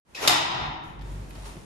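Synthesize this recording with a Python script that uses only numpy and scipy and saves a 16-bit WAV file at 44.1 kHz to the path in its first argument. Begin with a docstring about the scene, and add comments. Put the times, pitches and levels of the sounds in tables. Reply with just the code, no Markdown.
"""A metal and glass entrance door is pulled open, heard from inside a hard-walled lobby.
The latch clicks, its bolt drags over the strike plate and snaps free with a loud clunk; the door
knocks, and frame and lobby ring on. The pane booms as it leaves its seal, the sweep brushes off the
threshold, and the swinging door shudders with a low hum while hinge, bar and handle tick. Outdoor
air washes in over a low rumble, a jacket rustles, and last come a few soft touches of shoes."""
import sys
import numpy as np
from scipy import signal
from scipy.fft import rfft, irfft
from scipy.io import wavfile
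from scipy.ndimage import uniform_filter1d, minimum_filter1d

SR = 44100
rng = np.random.default_rng(int(sys.argv[2]) if len(sys.argv) > 2 else 0)


def unload_audio(sound):
    """Save the sound as a 16-bit wav file, at the path given as the first command line argument."""
    columns = np.transpose(np.atleast_2d(sound))
    # keep every value between -1 and 1, then stretch to whole-number steps
    steps = np.round(np.clip(columns, -1, 1) * 32767)
    wavfile.write(sys.argv[1], SR, steps.astype(np.int16))


N = 72765
TIME, FREQS = np.arange(N) / SR, np.fft.rfftfreq(N, 1 / SR)

# The latch takes up its slack. Each row: start in seconds, level in dB.
CLICKS = [(.1480, -19.5), (.1512, -17.5)]
# The click's bright tone. Each row: frequency in Hz, gain in dB.
CLICK_EQ = [(100, -15), (1300, -9.5), (2500, -1.5), (3200, -3), (5500, -1), (8000, -14), (14000, -18.5)]
# The ping in the click. Each row: pitch in Hz, gain in dB, t60 in seconds.
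CLICK_MODES = [(2550, 2, .042)]
# The bolt drags over the strike plate. Each row: time in seconds, level in dB.
DRAG_FADER = [(.15, -46.5), (.175, -45), (.205, -39.5), (.228, -29.5), (.252, -32), (.272, -35),
              (.285, -57.5)]
# The drag's gritty midrange. Each row: frequency in Hz, gain in dB.
DRAG_EQ = [(40, -3.5), (150, -20), (450, 7.5), (800, 4), (1300, -1.5), (2200, 0), (7000, -8), (8500, -15),
           (11000, -12), (14000, -19.5)]
# The sliding bolt sings. Each row: time in seconds, level in dB.
SING_FADER = [(.16, -54), (.177, -38), (.208, -50), (.23, -50)]
# The narrow peak it sings on. Each row: frequency in Hz, gain in dB.
SING_EQ = [(100, -61), (1600, -27), (1790, 0.5), (1860, -0.5), (2020, -26), (5000, -46)]
# The bolt snaps free and chatters. Each row: start in seconds, level in dB.
SNAPS = [(.274, -4), (.2762, 9.5), (.2791, 5.5), (.2803, 11.5), (.2817, 8)]
# The snap's full-range crack. 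Each row: frequency in Hz, gain in dB.
SNAP_EQ = [(60, -16), (130, 0), (260, -6.5), (600, -3), (850, 0), (2000, -0.5), (3500, 2.5), (4800, 1.5),
           (8000, -5.5), (12000, -6), (14500, -14.5)]
# The bolt's short, high ring. Each row: pitch in Hz, gain in dB, t60 in seconds.
BOLT_MODES = [(3661, -6, 0.025), (4017, -11, 0.036), (4550, -7, 0.035), (6340, -15.5, 0.04),
              (7090, -12, 0.035)]
# The door leaf knocks in its frame. Each row: start in seconds, level in dB.
KNOCKS = [(.2508, -6.5), (.2951, 9), (.2984, 7), (.308, 8), (.3102, -1.5), (.3262, 0.5)]
# The knock's hollow tone. Each row: frequency in Hz, gain in dB.
KNOCK_EQ = [(60, -17.5), (580, -9.5), (760, 0.5), (900, 4), (1080, -5), (1400, 4.5), (4000, -13.5),
            (8000, -23), (14000, -14.5)]
# The body of the leaf. Each row: pitch in Hz, gain in dB, t60 in seconds.
LEAF_MODES = [(135.8, -17, .1), (727, -3, 0.07), (896, -5, 0.085)]
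# The long ring of frame, glass and push bar. Each row: pitch in Hz, level in dB, t60 in seconds.
FRAME_MODES = [(136.2, -45.5, 2.4), (328.4, -37.5, 1.62), (705.4, -33, 0.95), (742, -33, .85),
               (825, -31, 0.83), (898, -29.5, .7), (935, -32, 1.6), (1027, -43, 0.58), (1830, -38, 0.61),
               (1937, -26.5, .85), (3430, -30, .31), (3670, -40, 1.1), (3685, -33, 0.93), (4070, -36, 0.39),
               (4590, -30.5, .3), (5230, -29, .42)]

# The swinging door shudders. Each row: time in seconds, level in dB.
SHUDDER_FADER = [(.9, -68), (.99, -41.5), (1.11, -34.5), (1.2, -35), (1.28, -45), (1.46, -39.5),
                 (1.53, -44), (1.57, -70)]
# The shudder's harmonics, fundamental first. Each entry: relative level in dB.
SHUDDER_HARMONICS = [-5.5, -18.5, -20.5, -34]
# The pane booms. Each row: time in seconds, level in dB.
BOOM_FADER = [(.5, -47), (.6, -43.5), (.69, -44), (.715, -55)]
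# The door's sweep brushes the threshold. Each row: time in seconds, level in dB.
SWEEP_FADER = [(.822, -83), (.842, -62.5), (.9, -65), (.97, -73)]
# The sweep's thin hiss. Each row: frequency in Hz, gain in dB.
SWEEP_EQ = [(500, -13.5), (4000, 0), (6600, 6.5), (8700, -4), (9700, 3), (11000, -3), (14000, -6)]
# Hinge and bar tick. Each row: start in seconds, level in dB.
TICKS = [(.9922, -27), (1.0112, -28), (1.02, -26), (1.3075, -23), (1.3544, -24), (1.3595, -26),
         (1.4565, -21)]
# The ticks' rounded top. Each row: frequency in Hz, gain in dB.
TICK_EQ = [(100, 11), (2000, 11), (4800, 5.5), (8000, -9), (14000, -19)]
# The loose handle clicks. Each row: start in seconds, level in dB.
HANDLE_CLICKS = [(1.0192, -36), (1.294, -27), (1.3045, -26.5), (1.309, -29)]
# The handle's crisp top. Each row: frequency in Hz, gain in dB.
HANDLE_EQ = [(500, -23), (4500, -12), (8000, -7), (10000, -3), (14000, 2)]

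# The jacket rustles. Each row: time in seconds, level in dB.
RUSTLE_FADER = [(1, -93), (1.12, -56), (1.28, -69), (1.36, -52), (1.43, -51), (1.465, -44), (1.52, -48.5),
                (1.58, -53), (1.65, -55.5)]
# The tone of its cloth. Each row: frequency in Hz, gain in dB.
RUSTLE_EQ = [(100, -6), (900, 16), (1600, 5), (2700, 5), (7000, 0.5), (9700, 2), (11500, -10.5),
             (14000, -8)]
# Shoes touch threshold and floor. Each row: start in seconds, level in dB, pitch in Hz.
STEPS = [(1.379, -45, 630), (1.463, -43, 420), (1.553, -44.5, 340), (1.567, -39.5, 175)]
# Their dull scuff. Each row: frequency in Hz, gain in dB.
SCUFF_EQ = [(40, -28), (350, 2), (1000, -9), (3000, -19), (14000, -45)]
# Moving air rumbles. Each row: time in seconds, level in dB.
RUMBLE_FADER = [(.05, -77), (.09, -61.5), (.18, -61), (.25, -47), (.4, -50), (.55, -43), (.62, -39.5),
                (.7, -40.5), (.725, -48), (.9, -46), (1, -43.5), (1.15, -43), (1.3, -44.5), (1.45, -46.5),
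                (1.58, -46.5), (1.65, -44.5)]
# The rumble's low end. Each row: frequency in Hz, gain in dB.
RUMBLE_EQ = [(20, -39), (33, -25), (46, 6.5), (70, 0), (100, 2), (150, 2.5), (210, -6.5), (350, -8.5),
             (550, -15.5), (2000, -61)]
# Outdoor air comes through the gap. Each row: time in seconds, level in dB.
AIR_FADER = [(.05, -74.5), (.09, -61), (.3, -44), (.8, -74), (.98, -64.5), (1.07, -50), (1.25, -50.5),
             (1.65, -55.5)]
# The air's soft wash. Each row: frequency in Hz, gain in dB.
AIR_EQ = [(40, -15), (300, -3), (900, -6), (1700, -11), (4500, -19.5), (9300, -21), (11000, -29),
          (14000, -30.5)]

# The tone of the lobby's reverb. Each row: frequency in Hz, gain in dB.
LOBBY_EQ = [(40, -10), (140, -0.5), (250, -1), (330, 6), (500, -6.5), (700, 1), (850, 4.5), (1050, 1.5),
            (1250, 2), (1700, -3), (1920, 1.5), (2150, -1.5), (3250, -1.5), (3670, 2.5), (3900, -1.5),
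            (5200, -0.5), (8000, -0.5), (14000, -10.5)]
# The lobby's decay. Each row: frequency in Hz, t60 in seconds.
LOBBY_T60 = [(60, 2.66), (300, 0.94), (900, 1.257), (2000, 1.087), (3700, 0.85), (5500, 0.65), (8000, 0.46),
             (13000, 0.29)]
# Stereo image of diffuse sound. Each row: frequency in Hz, left-right likeness (clipped to -1..1).
DIFFUSE_IMAGE = [(40, .93), (130, 0.7), (260, 0.78), (500, 0.11), (1000, -0.2), (4000, 0.039), (7000, 0.19),
                 (8200, -0.49), (11500, 1), (14000, -0.68)]
# Stereo image of near sound. Each row: frequency in Hz, left-right likeness (clipped to -1..1).
NEAR_IMAGE = [(40, 0.46), (2000, 0.12), (5000, 0.28), (8200, -0.53), (11500, 0.92), (14000, -1.2)]

CLICK_SEND_DB, DRAG_SEND_DB, RING_SEND_DB, KNOCK_SEND_DB, TICK_SEND_DB = 1.5, -3, -6.5, -8.5, -8


def latch(pan_left_db=0.93):
    """The bolt clicks, drags and snaps free, the leaf knocks, and frame and lobby answer."""
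    click = blows(CLICKS, CLICK_EQ, decay_s=0.0077)
    drag = friction(fade_out(DRAG_FADER), DRAG_EQ)
    clunk = blows(SNAPS, SNAP_EQ, decay_s=0.0024)
    knocks = blows(KNOCKS, KNOCK_EQ, decay_s=0.0016) + ring(KNOCKS, LEAF_MODES)
    bolt_ring = ring(CLICKS, CLICK_MODES) + ring(SNAPS, BOLT_MODES)
    bolt_ring += friction(fade_out(SING_FADER), SING_EQ)
    reverb = lobby(clunk + amp(KNOCK_SEND_DB) * knocks + amp(CLICK_SEND_DB) * click
                   + amp(DRAG_SEND_DB) * drag + amp(RING_SEND_DB) * bolt_ring)
    mix = click + drag + clunk + knocks + bolt_ring + frame_ring() + reverb
    return mix * amp([[pan_left_db], [-pan_left_db]])


def frame_ring(start_s=0.28, attack_s=0.0064, shake_hz=110):
    """Clusters of close modes beat on after the clunk; loose parts shake the high ones most."""
    t, out = np.maximum(TIME - start_s, 0), np.zeros((2, N))
    for hz, db, t60 in FRAME_MODES:
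        detune_hz = 3 + 0.0055 * hz
        shake_radians = 0.55 * hz / 4000
        cluster = 0
        for wobble in shake_radians * wander((4, N), int(SR / shake_hz)):
            pitch = hz + detune_hz * rng.uniform(-0.977, 1)
            cluster += np.sin(2 * np.pi * (pitch * t + rng.random((2, 1))) + wobble)
        out += amp(db) * unit(cluster) * np.exp(-np.log(1000) * t / t60)
    return stereo(out * np.minimum(t / attack_s, 1), DIFFUSE_IMAGE)


def door_shudder():
    """The swinging door vibrates in a low, unsteady hum."""
    phase = wavering_phase(hz=49, depth=0.03)
    hum = sum(amp(db) * np.sin(k * phase + 2 * np.pi * rng.random())
              for k, db in enumerate(SHUDDER_HARMONICS, 1))
    return unit(hum) * fader(SHUDDER_FADER)


def pane_boom():
    """The glass booms on one low note as the door leaves its seal."""
    return unit(np.sin(wavering_phase(hz=134.2, depth=0.011))) * fade_out(BOOM_FADER)


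def door_sweep():
    """The sweep brushes off the threshold with a short hiss."""
    return eq(noise(DIFFUSE_IMAGE) * fade_out(SWEEP_FADER), SWEEP_EQ)


def hardware_ticks():
    """Hinge, bar and loose handle tick, with a touch of lobby."""
    ticks = blows(TICKS, TICK_EQ, decay_s=0.0045) + blows(HANDLE_CLICKS, HANDLE_EQ, decay_s=0.003)
    return ticks + amp(TICK_SEND_DB) * lobby(ticks)


def jacket():
    """Cloth rubs in a fine crackle of slips."""
    return friction(fader(RUSTLE_FADER), RUSTLE_EQ, slips_per_s=3000, spread_db=2)


def shoes(rise_s=0.0045, scuff_db=18):
    """Each touch is a soft, damped thump with a little scuff."""
    out = amp(scuff_db) * blows([(s, db) for s, db, hz in STEPS], SCUFF_EQ, decay_s=0.0081)
    for start, db, hz in STEPS:
        t = np.maximum(TIME - start, 0)
        out += amp(db) * t / rise_s * np.exp(1 - t / rise_s) * np.sin(2 * np.pi * hz * t)
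    return out


def outdoor_air():
    """Moving air lays a low rumble under the wash from outside."""
    rumble = fader(RUMBLE_FADER) * unit(eq(noise(DIFFUSE_IMAGE), RUMBLE_EQ))
    wash = fader(AIR_FADER) * unit(eq(noise(DIFFUSE_IMAGE), AIR_EQ))
    return rumble + wash


def lobby(send, fill_s=0.05, return_db=4.5):
    """Sound fills a diffuse field that drains band by band, treble first."""
    hz, t, spectra = signal.stft(send, SR, nperseg=256)
    hop_s, power = t[1], (abs(spectra) ** 2).mean(0)
    feedback = np.exp(-2 * np.log(1000) * hop_s / lookup(LOBBY_T60, hz))
    stored = np.array([signal.lfilter([0, 0, hop_s / fill_s], [1, -kept], band)
                       for kept, band in zip(feedback, power)])
    field = signal.stft(resonances(noise(DIFFUSE_IMAGE)), SR, nperseg=256)[2]
    tail = signal.istft(field / field.std() * np.sqrt(stored), SR, nperseg=256)[1][:, :N]
    return amp(return_db) * eq(tail, LOBBY_EQ)


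def resonances(x, depth_db=2.8, width_hz=20):
    """Many narrow resonances of glass and metal, at random pitches."""
    ripple = wander(len(FREQS), int(width_hz * N / SR))
    return irfft(rfft(x) * amp(depth_db * np.clip(ripple, -2, 2)), N)


def blows(hits, curve, decay_s):
    """Each blow is a brief rattle of contact: a burst of shaped noise."""
    return eq(noise(NEAR_IMAGE) * hit_envelope(hits, decay_s), curve)


def ring(hits, modes):
    """A struck part rings briefly in each of its modes."""
    out = np.zeros((2, N))
    for hz, db, t60 in modes:
        cycles = hz * TIME + rng.random() + 0.15 * rng.random((2, 1))
        tone = np.sqrt(2) * np.sin(2 * np.pi * cycles)
        out += amp(db) * hit_envelope(hits, t60 / np.log(1000)) * tone
    return out


def friction(gain, curve, slips_per_s=2500, spread_db=-1.5):
    """Rubbing surfaces make dense, tiny slips of uneven size."""
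    size = amp(spread_db * np.minimum(rng.exponential(1, (2, N)), 4)) * rng.choice([-1, 1], (2, N))
    slips = size * (rng.random((2, N)) < slips_per_s / SR)
    return eq(unit(stereo(slips, DIFFUSE_IMAGE)) * gain, curve)


def hit_envelope(hits, decay_s):
    """Each hit adds energy, which then drains away."""
    power = sum(amp(2 * db) * np.exp(-2 * np.maximum(TIME - s, 0) / decay_s) * (TIME > s)
                for s, db in hits)
    return np.sqrt(2 * power / (decay_s * SR))


def wavering_phase(hz, depth):
    """Phase of a tone whose pitch wanders by the given share."""
    return 2 * np.pi * np.cumsum(hz * (1 + depth * wander(N, 2500))) / SR


def wander(shape, span):
    """Random drift at rms 1, smoothed over span points."""
    return unit(uniform_filter1d(rng.standard_normal(shape), size=span))


def noise(image):
    """White noise with the given stereo image."""
    return stereo(rng.standard_normal((2, N)), image)


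def stereo(x, image):
    """Blends left into right to set their likeness at each frequency."""
    left, right = rfft(x)
    likeness = np.clip(lookup(image, FREQS), -1, 1)
    return irfft(np.array([left, likeness * left + np.sqrt(1 - likeness ** 2) * right]), N)


def eq(x, curve):
    """Minimum-phase filter of unit energy, shaped like the curve."""
    log_gain = np.log(amp(lookup(curve, abs(np.fft.fftfreq(4096, 1 / SR)))))
    taps = np.fft.ifft(np.exp(np.conj(signal.hilbert(log_gain)))).real
    return convolve(x, taps / np.linalg.norm(taps))


def fader(points):
    """Gain along a level curve: silent before it, held after it."""
    s, db = np.transpose(points)
    return amp(np.interp(TIME, s, db)) * (TIME > s[0])


def fade_out(points, release_s=0.032):
    """A fader move that dies away after its last point."""
    return fader(points) * np.exp(-np.maximum(TIME - points[-1][0], 0) / release_s)


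def convolve(x, response):
    """Causal convolution, cut to the scene's length."""
    return signal.fftconvolve(np.atleast_2d(x), np.atleast_2d(response), axes=1)[:, :N]


def lookup(points, hz):
    """Reads a table on a log-frequency axis."""
    f, value = np.transpose(points)
    return np.interp(np.log(hz + 1), np.log(f + 1), value)


def amp(db):
    """Decibels to gain."""
    return 10 ** (np.asarray(db) / 20)


def unit(x):
    """Scales to rms 1."""
    return x / np.sqrt(np.mean(x ** 2) + 1e-20)


def scene():
    """The door, the air behind it, and the jacket and shoes of the one who opens it."""
    rustle = jacket()
    door = latch() + door_shudder() + pane_boom() + door_sweep() + hardware_ticks()
    return door + outdoor_air() + rustle + shoes()


def record(dry):
    """A compressor ducks the clunk, holds and lets the tail back up; then soft clip and low-pass."""
    threshold_db, duck_share, attack_s, hold_s = -18, 0.72, 0.002, 0.19
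    ceiling, cutoff_hz = 0.85, 14100
    power_db = 10 * np.log10(abs(convolve((dry ** 2).mean(0), np.ones(400) / 400)[0]) + 1e-12)
    excess_db = np.maximum(power_db - threshold_db, 0)
    half_hold = int(hold_s * SR / 2)
    held = -minimum_filter1d(-excess_db, 2 * half_hold + 1, origin=half_hold, mode="nearest")
    fall = 82 * TIME  # the held excess falls back at 82 dB a second
    released = np.maximum.accumulate(held + fall) - fall
    pole = np.exp(-1 / (attack_s * SR))
    duck_db = duck_share * signal.lfilter([1 - pole], [1, -pole], released)
    clipped = ceiling * np.tanh(dry * amp(-duck_db) / ceiling)
    low_pass = signal.firwin(151, cutoff_hz, window=("kaiser", 8), fs=SR)
    return signal.oaconvolve(clipped, low_pass[None], "same", axes=1)


dry = scene()
out = record(dry)
unload_audio(out)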